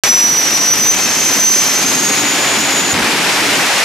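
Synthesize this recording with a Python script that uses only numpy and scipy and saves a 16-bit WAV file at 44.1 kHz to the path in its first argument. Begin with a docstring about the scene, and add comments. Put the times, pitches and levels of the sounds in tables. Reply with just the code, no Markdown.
"""Jet dragster spooling up on the start line, heard from across the strip.
Compressor whine is a wandering blade tone with noise skirts, octave, shaft tones and hum.
Exhaust roar, intake hiss, burner rumble and flame are coloured noise; low air movement is slow noise.
The afterburner lights with a thump of decaying sines; the roar buries the whine as the car leaves.
The microphone input is driven far into overload, then filtered and gain-controlled."""
import sys
import numpy as np
from scipy import signal
from scipy.fft import rfft, irfft
from scipy.io import wavfile

SR = 44100
rng = np.random.default_rng(int(sys.argv[2]) if len(sys.argv) > 2 else 0)


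def inscribe(sig):
    """Save sig as 16-bit PCM at rate SR to the path in sys.argv[1].

    A 1-D sig is mono; a 2-D sig holds one channel per row.
    Samples are clipped to [-1, 1] before scaling.
    """
    pcm = np.round(np.clip(np.atleast_2d(sig).T, -1, 1) * 32767)
    wavfile.write(sys.argv[1], SR, pcm.astype(np.int16))


N = 169344

# Blade-passing tone of the compressor. Each row: time in seconds, pitch in Hz.
BLADE_PITCH = [(0.04, 5899), (0.62, 5897), (.75, 5945), (.9, 6075), (1.08, 6215), (1.2, 6195), (1.4, 6104),
               (1.72, 6150), (1.9, 6370), (2.15, 6664), (2.36, 6840), (2.9, 6812), (3.45, 6835),
               (3.84, 6930)]
# Whine swelling and fading in the moving air. Each row: time in seconds, level in dB, left minus right in dB.
WHINE_LEVEL = [(.04, -26.5, -10), (.09, -15, 2), (.17, -12, 4), (.27, -14, -10), (.3, -19.5, -4),
               (.36, -16.5, -6), (.48, -18, -5), (.51, -22, 0.5), (.55, -19, 5), (.6, -21, -4),
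               (.67, -15, 3), (.7, -18, -5), (.73, -15, 0), (.76, -32.5, 1), (.84, -13.5, -3),
               (.9, -17.5, 1), (.94, -25, 0), (1.19, -28, -6), (1.22, -19.5, -2), (1.28, -22, -1),
               (1.38, -22, 4), (1.42, -15.5, -3), (1.54, -12.5, -7), (1.57, -19.5, -3.5), (1.72, -21, -4),
               (1.79, -25.5, -1), (1.94, -21.5, 2), (2.1, -21, -1), (2.25, -21.5, 8), (2.4, -23.5, -4),
               (2.75, -27, 3), (2.81, -17.5, 6), (2.85, -30, 4), (2.92, -20, 4)]
# Stereo phase of the whine. Each row: time in seconds, left lead in radians.
WHINE_LEAD_RAD = [(.1, -0.97), (.45, 0.52), (.8, 0.86), (1.3, 0.65), (1.7, 0.84), (2.3, 1.1), (2.6, 0.35),
                  (2.85, 0.88)]
# Whine sinking at light-off. Each row: time in seconds, gain in dB.
WHINE_BURIAL_DB = [(2.93, -1.5), (2.945, -21), (3.3, -12), (3.84, -7)]
# Noisy skirt of the whine. Each row: time in seconds, level in dB.
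HAZE_LEVEL = [(0.04, -27), (.4, -25.5), (.7, -22.5), (1.0, -25), (1.3, -22), (1.5, -25), (1.8, -22.5),
              (2.2, -25), (2.6, -25.5), (2.92, -23)]
# Second harmonic of the whine. Each row: time in seconds, level in dB.
OCTAVE_LEVEL = [(0, -30.5), (.6, -32), (.8, -28), (1.1, -33), (1.4, -27), (1.95, -29), (2.2, -34),
                (2.9, -46)]
# Tones of uneven blades. Each key: multiple of shaft speed. Each row: start in seconds, end in seconds,
# level in dB.
SHAFT_TONE_SPELLS = {10: [(0.93, 1.32, -38)], 12: [(1.0, 1.29, -38), (1.54, 1.75, -39), (2.27, 2.9, -37.5)],
                     17: [(0.97, 1.85, -37)], 19: [(1.4, 1.73, -40)], 21: [(.45, .85, -34),
                     (1.03, 1.19, -30), (1.3, 1.82, -31.5)], 22: [(1.03, 1.65, -37)]}
# Rough hum at shaft speed. Each row: time in seconds, level in dB.
SHAFT_HUM_LEVEL = [(1.78, -39), (1.86, -24.5), (2.45, -28.5), (2.7, -33), (2.9, -24), (3.15, -21),
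                   (3.3, -30), (3.5, -19), (3.65, -43)]
# Exhaust roar. Each row: time in seconds, level in dB.
ROAR_LEVEL = [(0.1, -22.5), (0.93, -24.5), (0.94, -23), (1.46, -24), (2.33, -16.5), (2.92, -16.5),
              (2.96, -14), (3.1, -10), (3.84, -8)]
# Exhaust spectrum. Each row: frequency in Hz, relative density in dB per Hz.
ROAR_SPECTRUM = [(60, -7.5), (200, -6), (400, -3.5), (800, -2.5), (1270, -4.5), (2000, -2.5), (2390, -2.5),
                 (3100, -5.5), (5350, -10.5), (6920, -14), (11800, -22.5), (15000, -29.5)]
# Exhaust stereo image. Each row: frequency in Hz, left-right likeness from 0 to 1.
EXHAUST_LIKENESS = [(60, .5), (300, 0.85), (1400, 0.9), (3000, 0.52), (7000, 0.6), (14000, 0.22)]
# Intake hiss. Each row: time in seconds, level in dB.
HISS_LEVEL = [(0, -25), (1, -26.5), (1.8, -22.5), (2.4, -24), (3.0, -25.5), (3.84, -17)]
# Intake spectrum. Each row: frequency in Hz, relative density in dB per Hz.
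HISS_SPECTRUM = [(2500, -9.5), (4000, -8), (5500, 0.5), (7500, -5.5), (10000, -11.5), (12500, -14),
                 (15000, -14)]
# Stereo image of engine front and burner. Each row: frequency in Hz, left-right likeness from 0 to 1.
ENGINE_LIKENESS = [(30, 1), (250, 1), (1000, 1), (3000, 0.83), (8000, 0.51), (14000, .3)]
# Burner rumble. Each row: time in seconds, level in dB.
RUMBLE_LEVEL = [(0.1, -28), (.8, -27), (1.3, -27), (1.7, -27), (1.92, -22), (2.5, -21.5), (2.92, -21),
                (2.95, -14.5), (3.1, -13), (3.25, -17), (3.5, -16), (3.65, -18), (3.84, -28)]
# Burner spectrum. Each row: frequency in Hz, relative density in dB per Hz.
RUMBLE_SPECTRUM = [(40, -20), (60, -9), (120, -4.5), (200, 0), (290, -1.5), (400, -7.5), (700, -30)]
# Afterburner flame, a harsh tearing. Each row: time in seconds, level in dB.
FLAME_LEVEL = [(2.93, -60), (2.95, -21.5), (3.1, -23), (3.5, -22), (3.84, -14)]
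# Flame spectrum. Each row: frequency in Hz, relative density in dB per Hz.
FLAME_SPECTRUM = [(700, -5), (1300, -6), (2000, 1), (2500, -6), (3500, -18), (6000, -14)]
# Light-off and its return from the boards along the strip. Each row: start in seconds, peak in dB,
# pitch in Hz, 60 dB decay in seconds.
THUMP_WAVES = [(2.9325, 2, 90, .055), (3.012, -5, 60, .09)]

BLADES = 24
SHIMMER_DB, SHIMMER_RATE_HZ = 2.5, 46
WANDER_HZ, WANDER_RATE_HZ = 12, 37
HAZE_CORNER_HZ, WIDE_HAZE_DB, WIDE_HAZE_CORNER_HZ = 96, -1, 593
OCTAVE_CORNER_HZ, HUM_CORNER_HZ = 99, 14.6
SHAFT_FADE_S, SHAFT_FLICKER_DB, SHAFT_FLICKER_RATE_HZ = 0.12, 2.4, 10
BUFFET_DB, BUFFET_CORNER_HZ = -30, 89
WAKE_DB, WAKE_CORNER_HZ, WAKE_T60_S = -7.5, 148, 0.47

INPUT_OPEN_S, DRIVE_DB, CLIP_LEVEL, LEAK_DB = .0362, 7.5, 0.43, -12
BASS_CUT_HZ, RUMBLE_CUT_HZ, TREBLE_ROLL_HZ, CUTOFF_HZ = 407, 80, 15000, 16000
OPEN_GAIN_DB, THRESHOLD_DB, ATTACK_S, RELEASE_DB_PER_S = 8.5, -12, .0015, 3

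TIME_S = np.arange(N) / SR
SIDES = np.array([[.5], [-.5]])  # left, right: a difference of 1


def from_db(db):
    """Decibels to amplitude gain."""
    return 10 ** (np.asarray(db) / 20)


def rms_one(x):
    """Scale to unit rms."""
    return x / np.sqrt(np.mean(x ** 2) + 1e-20)


def in_time(rows):
    """Table columns joined by straight lines in time."""
    time_s, *columns = np.transpose(rows)
    return [np.interp(TIME_S, time_s, column) for column in columns]


def at_hz(points, hz):
    """Table read on a log-frequency axis."""
    point_hz, value = np.transpose(points)
    return np.interp(np.log(hz), np.log(point_hz), value)


def drift(corner_hz, channels=1):
    """Unit-rms slow noise: white noise through two equal one-pole low-passes."""
    settle = SR // 4
    r = np.exp(-2 * np.pi * corner_hz / SR)
    white = rng.standard_normal((channels, N + settle))
    slow = signal.lfilter([1], [1, -2 * r, r * r], white)
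    return rms_one(slow[:, settle:])


def stereo_drift(corner_hz, apart):
    """Slow noise common to both sides plus an independent share on each."""
    return drift(corner_hz) + apart * drift(corner_hz, channels=2)


def narrow_noise(corner_hz, apart=0.8):
    """Complex slow noise that turns a carrier into a noisy line."""
    real = stereo_drift(corner_hz, apart)
    imaginary = stereo_drift(corner_hz, apart)
    return (real + 1j * imaginary) / 2


def coloured_noise(spectrum, likeness, flicker_db):
    """Unit-rms stereo noise of given spectrum and side likeness, flickering in level."""
    hz = np.maximum(np.fft.rfftfreq(N, 1 / SR), 1)
    mid, side = rfft(rng.standard_normal((2, N)))
    alike = np.clip(at_hz(likeness, hz), 0, 1)
    pair = np.sqrt(1 + alike) * mid + np.sqrt(1 - alike) * side * [[1], [-1]]
    # 12 dB per octave fall outside the tabled band
    low_hz, high_hz = spectrum[0][0], spectrum[-1][0]
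    skirts = np.minimum(1, np.minimum(hz / low_hz, high_hz / hz)) ** 2
    noise = irfft(pair * from_db(at_hz(spectrum, hz)) * skirts, N)
    return rms_one(noise * from_db(flicker_db * drift(30)))


def blade_phase():
    """Integrate the wandering blade rate to phase in radians, with the left-right lead."""
    pitch_hz, = in_time(BLADE_PITCH)
    lead_rad, = in_time(WHINE_LEAD_RAD)
    wandering_hz = pitch_hz + WANDER_HZ * drift(WANDER_RATE_HZ)[0]
    return 2 * np.pi * np.cumsum(wandering_hz) / SR + SIDES * lead_rad


def blade_whine(phase):
    """Blade-passing tone with noise skirts and a noisy octave."""
    level_db, pan_db = in_time(WHINE_LEVEL)
    clean = from_db(level_db + pan_db * SIDES + SHIMMER_DB * drift(SHIMMER_RATE_HZ))
    haze = narrow_noise(HAZE_CORNER_HZ) + from_db(WIDE_HAZE_DB) * narrow_noise(WIDE_HAZE_CORNER_HZ)
    haze = from_db(in_time(HAZE_LEVEL)[0] - 0.99 * SIDES) * haze
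    octave = from_db(in_time(OCTAVE_LEVEL)[0]) * narrow_noise(OCTAVE_CORNER_HZ)
    whine = (clean + haze) * np.exp(1j * phase) + octave * np.exp(2j * phase)
    return from_db(in_time(WHINE_BURIAL_DB)[0]) * whine.real


def shaft_tones(phase):
    """Uneven blades sound multiples of shaft speed, each for a while."""
    tones = 0
    for multiple, spells in SHAFT_TONE_SPELLS.items():
        heard = 0
        for start_s, end_s, level_db in spells:
            edge_s = np.minimum(TIME_S - start_s, end_s - TIME_S)
            heard = heard + from_db(level_db) * np.clip(edge_s / SHAFT_FADE_S + .5, 0, 1)
        flicker = from_db(SHAFT_FLICKER_DB * drift(SHAFT_FLICKER_RATE_HZ))
        tone = np.sin(phase * multiple / BLADES + rng.uniform(0, 2 * np.pi))
        tones = tones + heard * flicker * tone
    return tones


def shaft_hum(phase):
    """Noisy line at shaft speed, the blade rate over the blade count."""
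    line = narrow_noise(HUM_CORNER_HZ, apart=0.2) * np.exp(1j * phase / BLADES)
    return from_db(in_time(SHAFT_HUM_LEVEL)[0]) * line.real


def compressor():
    """Whine, shaft tones and hum locked to one rotor phase."""
    phase = blade_phase()
    return np.sqrt(2) * (blade_whine(phase) + shaft_tones(phase) + shaft_hum(phase))


def exhaust_roar():
    """Broadband jet turbulence, stronger on the left."""
    noise = coloured_noise(ROAR_SPECTRUM, EXHAUST_LIKENESS, flicker_db=1.0)
    return from_db(in_time(ROAR_LEVEL)[0] + 1.6 * SIDES) * noise


def intake_hiss():
    """High-pitched inflow turbulence, slightly stronger on the left."""
    noise = coloured_noise(HISS_SPECTRUM, ENGINE_LIKENESS, flicker_db=1.5)
    return from_db(in_time(HISS_LEVEL)[0] + SIDES) * noise


def burner_rumble():
    """Low combustion noise, nearly alike on both sides."""
    noise = coloured_noise(RUMBLE_SPECTRUM, ENGINE_LIKENESS, flicker_db=1.5)
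    return from_db(in_time(RUMBLE_LEVEL)[0]) * noise


def air_buffet():
    """Steady low air movement as slow, mostly shared noise."""
    return from_db(BUFFET_DB) * stereo_drift(BUFFET_CORNER_HZ, apart=0.25)


def afterburner_flame():
    """Harsh tearing combustion noise from light-off on."""
    noise = coloured_noise(FLAME_SPECTRUM, EXHAUST_LIKENESS, flicker_db=1.5)
    return from_db(in_time(FLAME_LEVEL)[0]) * noise


def light_off():
    """Pressure waves that swing a few times, then low turbulence dying away."""
    waves = 0
    for start_s, peak_db, pitch_hz, t60_s in THUMP_WAVES:
        since_s = np.maximum(TIME_S - start_s, 0)
        waves = waves - from_db(peak_db - 60 * since_s / t60_s) * np.sin(2 * np.pi * pitch_hz * since_s)
    since_s = np.maximum(TIME_S - THUMP_WAVES[0][0], 0)
    decay = (since_s > 0) * from_db(WAKE_DB - 60 * since_s / WAKE_T60_S)
    return waves + decay * stereo_drift(WAKE_CORNER_HZ, apart=0.22)


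def scene():
    """Sum engine front, exhaust and afterburner."""
    engine = compressor() + exhaust_roar() + intake_hiss() + burner_rumble()
    return engine + air_buffet() + afterburner_flame() + light_off()


def overload(x):
    """Hard-clip the driven input, with a little unclipped signal leaking past."""
    driven = from_db(DRIVE_DB) * x
    clipped = np.clip(driven, -CLIP_LEVEL, CLIP_LEVEL)
    return (clipped + from_db(LEAK_DB) * driven) * (TIME_S >= INPUT_OPEN_S)


def gain_control(x):
    """Cut gain by the peak excess over threshold: smoothed attack, linear dB release."""
    peak_db = 20 * np.log10(np.abs(x).max(0) + 1e-9)
    over_db = np.maximum(peak_db - THRESHOLD_DB, 0)
    release_db = RELEASE_DB_PER_S * TIME_S
    held_db = np.maximum.accumulate(over_db + release_db) - release_db
    held_db[TIME_S < INPUT_OPEN_S] = 0
    r = np.exp(-1 / (ATTACK_S * SR))
    reduction_db = signal.lfilter([1 - r], [1, -r], held_db)
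    return np.clip(x * from_db(OPEN_GAIN_DB - reduction_db), -1, 1)


def record(dry):
    """Overload, first-order bass and treble cuts, gain control, steep top cut."""
    x = overload(dry)
    for cut_hz, kind in [(BASS_CUT_HZ, "high"), (RUMBLE_CUT_HZ, "high"), (TREBLE_ROLL_HZ, "low")]:
        x = signal.lfilter(*signal.butter(1, cut_hz, kind, fs=SR), x)
    x = gain_control(x)
    return signal.sosfilt(signal.cheby2(12, 70, CUTOFF_HZ, fs=SR, output="sos"), x)


dry = scene()
out = record(dry)
inscribe(out)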